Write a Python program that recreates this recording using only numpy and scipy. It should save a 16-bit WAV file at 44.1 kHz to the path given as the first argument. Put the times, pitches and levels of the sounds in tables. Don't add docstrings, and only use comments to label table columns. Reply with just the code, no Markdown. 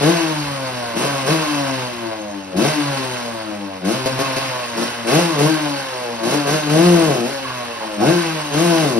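import sys
import numpy as np
from scipy import signal
from scipy.fft import rfft, irfft, next_fast_len
from scipy.io import wavfile
from scipy.ndimage import uniform_filter1d

SR = 44100
rng = np.random.default_rng(int(sys.argv[2]) if len(sys.argv) > 2 else 0)


def materialize(psi):
    bounded = np.clip(np.atleast_2d(psi).T, -1, 1)
    quanta = np.round(bounded * 32767).astype(np.int16)
    wavfile.write(sys.argv[1], SR, quanta)


N = 396459
TIME = np.arange(N) / SR

# start_s, level_db
RUMBLE_LEVEL = [(0.3, -56), (0.5, -51), (2, -52), (3.3, -58), (4.2, -58), (5, -57), (6.1, -61), (7.5, -52),
                (9, -61)]
# start_s, length_s, level_db
THUDS = [(0.412, .08, -50), (1.25, .03, -47), (2.548, .04, -45), (5.18, .05, -44), (6.85, .11, -44),
         (7.021, .03, -47), (8.07, .04, -47)]
# freq_hz, density_db_per_hz
RUMBLE_SPECTRUM = [(20, -30), (50, -1), (80, 7.5), (130, 1.5), (400, -15), (2000, -60)]
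# freq_hz, share_0_to_1
COMMON_SHARE = [(100, 0.88), (1000, 0.61), (2500, 0.56), (3900, 0.32), (5900, 0.44), (6900, 1), (14000, 1)]

# delay_s, level_db, left_minus_right_db
ECHOES = [(.021, -13.5, -0.5), (.034, -12, 3.5), (0.063, -13.5, 2.5)]
# freq_hz, right_lead_rad
STEREO_PHASE = [(0, 0), (220, 0), (470, 1), (620, 0.8), (850, 1.5), (1050, 0.9), (1240, 1.7), (1420, 0.1),
                (1620, 0.4), (1900, -0.7), (2200, 0.2), (2450, 0.2), (3400, 3.2), (4050, 5.3), (4550, 3.9),
                (5300, 5.95), (5900, 5.3), (6600, 3.2), (8100, 3.1), (9600, 0), (11400, 0), (12500, -3.1),
                (14500, -3.3), (15600, -6.3)]

# start_s, length_s, pitch_hz, level_db
CLATTERS = [(7.441, .08, 1117, -30.5), (7.73, 0.039, 1054, -35), (7.801, 0.048, 869, -31),
            (8.0, .05, 800, -21)]
CLATTER_WIDTH_HZ = 95

# crank_hz, rasp_db, hiss_db
GAS_BY_SPEED = [(93.7, -43.5, -57), (122, -37, -48.5), (144, -33.5, -45), (190, -32, -42.5)]
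# freq_hz, density_db_per_hz
RASP_SPECTRUM = [(90, -21.5), (220, -5), (400, -4.5), (620, -2.5), (1080, -0.5), (1300, -3), (1550, -2.5),
                 (2250, -4.5), (2750, -3), (3300, -6), (4000, -7), (5000, -8.5), (9000, -68), (16000, -81)]
HISS_SPECTRUM = [(1000, -10), (3000, 21), (4500, 23.5), (6200, 24), (8000, 21), (9500, 18.5), (12000, 16),
                 (14000, 12.5), (16000, -2)]
# freq_hz, width_hz, level_db, left_minus_right_db
SHELL_MODES = [(700, 166, 8, -1.5), (903, 97, 12.5, -2.5), (1105, 134, 10, -3.5), (1325, 117, 6.5, -3),
               (1506, 126, 6, -6), (1730, 80, 5.5, -4), (1980, 79, 2, 5), (2840, 240, 2, -3.5)]
# freq_hz, width_hz, level_db, left_minus_right_db
METAL_MODES = [(2629, 34, 2, -1), (4530, 84, 1, -1.6), (5470, 120, -5.5, -1.1), (6380, 130, -7.5, -0.84),
               (8650, 113, -5.5, 0.2)]
BUZZ_DB = 2.0
CRACKLE_PER_S, CRACKLE_DB = 90, -7
BLAST_POWER, BLAST_LINGER_S = 0.88, 0.0044
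FIRE_LAG_S, FIRE_RISE_S, FIRE_FADE_S = 0.017, 0.0091, 0.043
RASP_OVER_HISS_DB, STRAY_HISS_DB = 2.5, -29.5

# freq_hz, width_hz, level_db, left_minus_right_db
AIRBOX_MODES = [(139.3, 80, -1, 2), (188, 34, 8.5, 4.7), (347, 60.5, 12.5, 7.3), (449, 99, 9, 4.4),
                (664, 103, 1, 1.5), (833, 210, -11.5, 1.8), (1110, 170, -18, 8)]
# crank_hz, boom_change_db, bark_change_db
INTAKE_BY_SPEED = [(92, -1, -2.5), (123.5, -1.5, -2.5), (147, -3.5, 4), (146.2, -3, -2), (168.7, 2.5, 1)]
OPEN_S, SHUT_S = 0.064, 0.023
HONK_LEAD_S = 0.015

# freq_hz, width_hz, level_db, left_minus_right_db
PIPE_MODES = [(196, 100, 4, 6.5), (228.6, 42, 8.5, 7.5), (321, 58, 5, 9), (522, 117, 7.5, 2),
              (622, 123, 8.5, 1.5), (794, 41, 1, 8), (900, 36, -4.5, 3)]
# crank_hz, thump_db, boom_db, bark_db
COAST_BY_SPEED = [(89.9, -65, -39, -31.5), (97.9, -48.5, -31, -34.5), (110, -47, -34, -31),
                  (113.5, -41, -33.5, -31.5), (121.2, -39.5, -31.5, -30), (129.2, -30, -32, -30),
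                  (144.2, -31, -28, -30.5), (162, -30, -18, -25.5), (167, -28, -20.5, -27)]
# start_s, thump_db, boom_db, bark_db, gas_db
LEVELS = [(0.25, 0, -1, 1, 1), (0.42, 0.5, -0.5, 0.5, -1), (0.6, -3.5, -3, 1, -2), (0.82, 0, -1, 0.5, 0.5),
          (1.2, -2.5, 3, 3, 1), (1.36, 7, -2, 3.5, 1), (1.47, -11, 2.5, 1.5, 1.5),
          (1.62, -3, 1.5, 2.5, 0.5), (1.83, 1, 3, 3.5, 1.5), (1.9, -4, -6.5, -4.5, -1),
          (2.04, -1, 3.5, 1, -1.5), (2.45, 0, 0, -1, -2.5), (2.76, -1, 1.5, 1, 0.5), (3.05, 0.5, 1, 2, 1.5),
          (3.2, -3, 0, -0.5, 0.5), (3.45, 2, 3, 0.5, -0.5), (3.7, 2, 1, 1, -2), (4.1, 0, 4.5, 2, 0.5),
          (4.35, -1, -0.5, 4.5, 2.5), (4.6, -7, -3.5, 1.5, 1.5), (4.95, -0.5, -1.5, -1, 1),
          (5.6, 0.5, 2, 3, -0.5), (5.9, -16, -3.5, 0, -1), (6.12, -3, -2.5, 0, 0), (6.4, -7, 1.5, 4, -1.5),
          (6.8, 4.5, 4.5, 0.5, -1), (7.38, -13.5, -1.5, -1.5, -2.5), (7.58, -1, -7.5, -2.5, -0.5),
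          (7.7, -6, -4, -3, -1), (7.93, -15, 2.5, -1, 2), (8.27, 4, -3.5, -2.5, 0),
          (8.48, -10, -8, 0, -2.5)]
WAVER_DB, WAVER_PER_S = 4, 15
SPLIT_HZ = 367

# start_s, run_up_s, top_speed_hz, held_open_s, boom_db, bark_db, hiss_db, roughness_0_to_1
BLIPS = [(0.0, 0.12, 172.2, 0.091, -12, -15, -44.5, 0.13), (0.942, 0.14, 142.2, 0.1, -16, -18, -44, 0.9),
         (1.245, 0.088, 162, 0.072, -17, -16.5, -43.5, 0.55),
         (2.545, 0.15, 155, 0.11, -11, -14.5, -38.5, 0.41),
         (3.826, 0.144, 132, 0.089, -14, -16.5, -40.5, 0.06),
         (4.750, 0.13, 122.7, 0.078, -17, -18, -45, 0.61), (5.05, 0.16, 173.6, 0.14, -13, -14, -39.5, 0.23),
         (5.365, 0.135, 159.2, 0.099, -12, -15, -42, 0.24),
         (6.212, 0.16, 147.1, 0.13, -15, -19.5, -40.5, 0.5),
         (6.452, 0.098, 155.9, 0.099, -17.5, -18.5, -41, 0.44),
         (6.675, .19, 177.7, 0.53, -14.5, -17, -43.5, 0.24),
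         (7.215, 0.099, 140.4, 0.054, -15, -17, -51, 0.11),
         (7.982, 0.15, 176.4, 0.12, -11, -14.5, -49.5, 0.17),
         (8.515, 0.13, 173.9, 0.41, -15, -19, -40.5, 0.16),
         (8.945, 0.16, 149.6, 0.14, -9, -10.5, -48, 0.29)]
# start_s, level_db, length_s, speed_reached_hz
BARKS = [(4.057, -13.5, 0.02, 132.2), (4.189, -16, 0.029, 137), (4.363, -17.5, 0.021, 135.3)]
# start_s, length_s, speed_left_hz
CLUTCH = [(5.278, 0.12, 141.2), (6.64, 0.078, 148), (7.024, .204, 115.9), (8.792, 0.2, 110.9)]
BARK_RISE_S, BARK_FADE_S = 0.002, 0.01
START_HZ, KICK_S = 140.84, 0.08
DRAG_PER_S = 0.213

CUTOFF_HZ = 15700


def from_db(db):
    return 10 ** (np.asarray(db) / 20)


def panned(db):
    return from_db(np.array([[db], [-db]]) / 2)


def low_pass(x, hz, order):
    return signal.sosfilt(signal.butter(order, hz, fs=SR, output="sos"), x)


def high_pass(x, hz, order=4):
    return signal.sosfilt(signal.butter(order, hz, "high", fs=SR, output="sos"), x)


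def delayed(x, delay_s):
    return np.interp(TIME - delay_s, TIME, x, left=0)


def evened(x, size=2205):
    power = uniform_filter1d(uniform_filter1d(x.mean(0) ** 2, size), size // 2)
    return x / np.sqrt(power + 1e-12)


def drift(rate_per_s):
    knots = rng.standard_normal(400)
    return np.interp(TIME * rate_per_s % 399, np.arange(400), knots)


def envelope(start_s, attack_s, held_s, release_s):
    rise = np.clip((TIME - start_s) / attack_s, 0, 1)
    return rise * np.exp(-np.clip((TIME - start_s - held_s) / release_s, 0, 20))


def in_time(rows):
    start_s, *columns = np.transpose(rows)
    return [np.interp(TIME, start_s, column) for column in columns]


def at_speed(rows, speed_hz):
    crank_hz, *columns = np.transpose(rows)
    return [from_db(np.interp(speed_hz, crank_hz, column)) for column in columns]


def noise(spectrum, common_share):
    size = next_fast_len(N, True)
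    log_hz = np.log(np.arange(size // 2 + 1) * SR / size + 1)

    def curve(rows):
        freq_hz, values = np.transpose(rows)
        return np.interp(log_hz, np.log(freq_hz), values)

    share = np.clip(curve(common_share), 0, 1)
    shared, *own = rfft(rng.standard_normal((3, size)))
    mixed = np.sqrt(share) * shared + np.sqrt(1 - share) * np.array(own)
    x = irfft(mixed * from_db(curve(spectrum)), size)[:, :N]
    return x / x.std()


def resonate(x, modes, round_hz=4500, waver_db=0):
    x = low_pass(x + 1e-18, min(round_hz, 0.45 * SR), order=2)
    out = np.zeros((2, N))
    for k, (freq_hz, width_hz, level_db, pan_db) in enumerate(modes):
        radius = np.exp(-np.pi * width_hz / SR)
        poles = [1, -2 * radius * np.cos(2 * np.pi * freq_hz / SR), radius ** 2]
        ring = signal.lfilter([1, 0, -1], poles, x) * (1 - radius ** 2) / 2
        gain = from_db(level_db + waver_db * drift(WAVER_PER_S))
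        out += (-1) ** k * gain * panned(pan_db) * ring
    return out


def pulses(turns, rough, spread_db, jitter_s):
    at = np.interp(np.arange(1, int(turns[-1])), turns, np.arange(N))
    rough_at = (rough * np.ones(N))[at.astype(int)]
    strength, late = rng.standard_normal((len(at), 2)).T * rough_at
    at = np.clip(at + late * jitter_s * SR, 0, N - 2)
    whole, part = at.astype(int), at % 1
    height = from_db(spread_db * np.clip(strength, -2, 2))
    return np.bincount(whole, height * (1 - part), N) + np.bincount(whole + 1, height * part, N)


def puffs(turns, depth, spread_db):
    each = from_db(spread_db * rng.standard_normal(2000))[turns.astype(int)]
    flow = each * np.exp(depth * np.cos(2 * np.pi * turns - 1))
    return flow / np.sqrt(np.mean(flow ** 2))


def voiced(x, boom, bark):
    low = low_pass(x, SPLIT_HZ, order=6)
    high = high_pass(x, SPLIT_HZ, order=6)
    return boom * evened(low, size=1323) + bark * evened(high, size=1323)


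def rumble():
    level_db, = in_time(RUMBLE_LEVEL)
    thuds = sum(from_db(db) * envelope(s, 0.01, length_s, 0.012) for s, length_s, db in THUDS)
    return (from_db(level_db + 2.2 * drift(25)) + thuds) * noise(RUMBLE_SPECTRUM, COMMON_SHARE)


def yard(x, t60_s, wet_db):
    t = TIME[:SR // 2]
    tail = rng.standard_normal((2, len(t))) * from_db(-60 * t / t60_s)
    tail = high_pass(tail / np.sqrt(np.sum(tail ** 2) / 2), hz=338, order=1)
    dull = low_pass(x, 4000, order=1)
    slaps = sum(from_db(db) * panned(pan_db) * delayed(dull.mean(0), delay_s)
                for delay_s, db, pan_db in ECHOES)
    return x + slaps + from_db(wet_db) * signal.fftconvolve(dull, tail, axes=1)[:, :N]


def stereo_phase(x):
    size = next_fast_len(N + SR // 10, True)
    freq_hz, right_lead_rad = np.transpose(STEREO_PHASE)
    lag_rad = np.interp(np.arange(size // 2 + 1) * SR / size, freq_hz, right_lead_rad)
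    left = irfft(rfft(x[0], size) * np.exp(-1j * lag_rad), size)[:N]
    return np.array([left, x[1]])


def clatter():
    out = 0
    for start_s, length_s, pitch_hz, level_db in CLATTERS:
        ring = resonate(rng.standard_normal(N), [(pitch_hz, CLATTER_WIDTH_HZ, 0, -4)])
        out = out + from_db(level_db) * envelope(start_s, 0.0079, length_s, 0.012) * ring / ring.std()
    return out


def shell_buzz(turns):
    beats = pulses(turns, rough=0.3, spread_db=4.5, jitter_s=0.00016)
    pops = (rng.random(N) < CRACKLE_PER_S / SR) * rng.standard_normal(N)
    ring = resonate(beats + pops * from_db(CRACKLE_DB), SHELL_MODES, waver_db=WAVER_DB)
    return from_db(BUZZ_DB) * evened(ring, size=4410)


def metal_rattle(turns):
    chatter = rng.standard_normal(N) * puffs(turns, depth=0.7, spread_db=3.5)
    ring = resonate(chatter, METAL_MODES, round_hz=13900, waver_db=WAVER_DB)
    return from_db(-2.5) * evened(ring, size=8820)


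def gas(turns, speed_hz, blast):
    rasp_gain, hiss_gain = at_speed(GAS_BY_SPEED, speed_hz)
    blast = blast * (speed_hz / 150) ** BLAST_POWER
    rasp_gain = rasp_gain + from_db(RASP_OVER_HISS_DB) * blast
    hiss_gain = hiss_gain + blast
    ringing = rasp_gain * (shell_buzz(turns) + metal_rattle(turns))
    rasp = noise(RASP_SPECTRUM, COMMON_SHARE) * puffs(turns, depth=0.017, spread_db=1.2)
    hiss = noise(HISS_SPECTRUM, COMMON_SHARE) * puffs(turns, depth=0.033, spread_db=1.04)
    turbulence = from_db(6.0) * rasp_gain * rasp + from_db(11.0) * hiss_gain * hiss
    return ringing + turbulence * panned(db=-0.6)


def intake(turns, boom, bark, rough):
    flow = puffs(turns, depth=0.16, spread_db=-1)
    rush = from_db(-24.5) * rough * rng.standard_normal(N) * flow
    beats = pulses(turns, rough, spread_db=4.5, jitter_s=0.00026)
    ring = resonate(beats + high_pass(rush, hz=250, order=1), AIRBOX_MODES)
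    return voiced(high_pass(ring, hz=107.0), boom, bark)


def exhaust(turns, speed_hz, thump_db, boom_db, bark_db):
    thump_gain, boom, bark = at_speed(COAST_BY_SPEED, speed_hz)
    thump = np.sqrt(2) * np.sin(2 * np.pi * turns)
    thump = thump * thump_gain * from_db(thump_db + 2.0 * drift(28))
    beats = pulses(turns, rough=0.13, spread_db=4, jitter_s=0.0001)
    ring = high_pass(resonate(beats, PIPE_MODES, waver_db=WAVER_DB / 2), hz=192.0, order=8)
    boom = boom * from_db(boom_db + 3.2 * drift(14))
    bark = bark * from_db(bark_db + 3.07 * drift(24))
    return thump * panned(db=2.0) + voiced(ring, boom, bark)


def throttle(speed_hz):
    boom = bark = blast = 0
    for start_s, _, _, held_s, boom_db, bark_db, hiss_db, _ in BLIPS:
        opening = envelope(start_s - HONK_LEAD_S, OPEN_S, held_s + HONK_LEAD_S, SHUT_S)
        boom = boom + from_db(boom_db) * opening
        bark = bark + from_db(bark_db) * opening
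        blast_held_s = held_s - FIRE_LAG_S + BLAST_LINGER_S
        firing = envelope(start_s + FIRE_LAG_S, FIRE_RISE_S, blast_held_s, FIRE_FADE_S)
        blast = blast + from_db(hiss_db) * firing
    stray = sum(from_db(db) * envelope(s, BARK_RISE_S, length_s, BARK_FADE_S)
                for s, db, length_s, _ in BARKS)
    latest = np.searchsorted([row[0] - HONK_LEAD_S for row in BLIPS[1:]], TIME)
    rough = np.clip([row[-1] for row in BLIPS], 0, 1)[latest]
    boom_gain, bark_gain = at_speed(INTAKE_BY_SPEED, speed_hz)
    boom = boom * boom_gain + from_db(-2.0) * stray
    bark = bark * bark_gain + stray
    return boom, bark, blast + from_db(STRAY_HISS_DB) * stray, rough


def coasting(from_hz, since_s):
    elapsed_s = np.maximum(TIME - since_s, 0)
    return from_hz / (1 + DRAG_PER_S * np.sqrt(from_hz / 100) * elapsed_s) ** 2


def crank_speed():
    kicks = [(s - KICK_S / 2, KICK_S, reached_hz) for s, _, _, reached_hz in BARKS]
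    changes = sorted([tuple(row[:3]) for row in list(BLIPS) + list(CLUTCH) + kicks])
    speed_hz = coasting(START_HZ, 0)
    for start_s, length_s, target_hz in changes:
        u = np.clip((TIME - start_s) / length_s, 0, 1)
        ease = u * u * (3 - 2 * u)
        speed_hz = speed_hz + ease * (coasting(target_hz, start_s + length_s) - speed_hz)
    return speed_hz


def scene():
    speed_hz = crank_speed()
    turns = np.cumsum(speed_hz * (1 + 0.002 * drift(35))) / SR
    boom, bark, blast, rough = throttle(speed_hz)
    thump_db, boom_db, bark_db, gas_db = in_time(LEVELS)
    note = exhaust(turns, speed_hz, thump_db, boom_db, bark_db) + intake(turns, boom, bark, rough)
    bike = note + from_db(gas_db) * gas(turns, speed_hz, blast) + clatter()
    return stereo_phase(yard(bike, t60_s=0.19, wet_db=-7.5)) + rumble()


def record(dry):
    rounded = dry / (1 + dry ** 6) ** (1 / 6)
    return signal.sosfilt(signal.ellip(10, 0.1, 80, CUTOFF_HZ, fs=SR, output="sos"), rounded)


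dry = scene()
out = record(dry)
materialize(out)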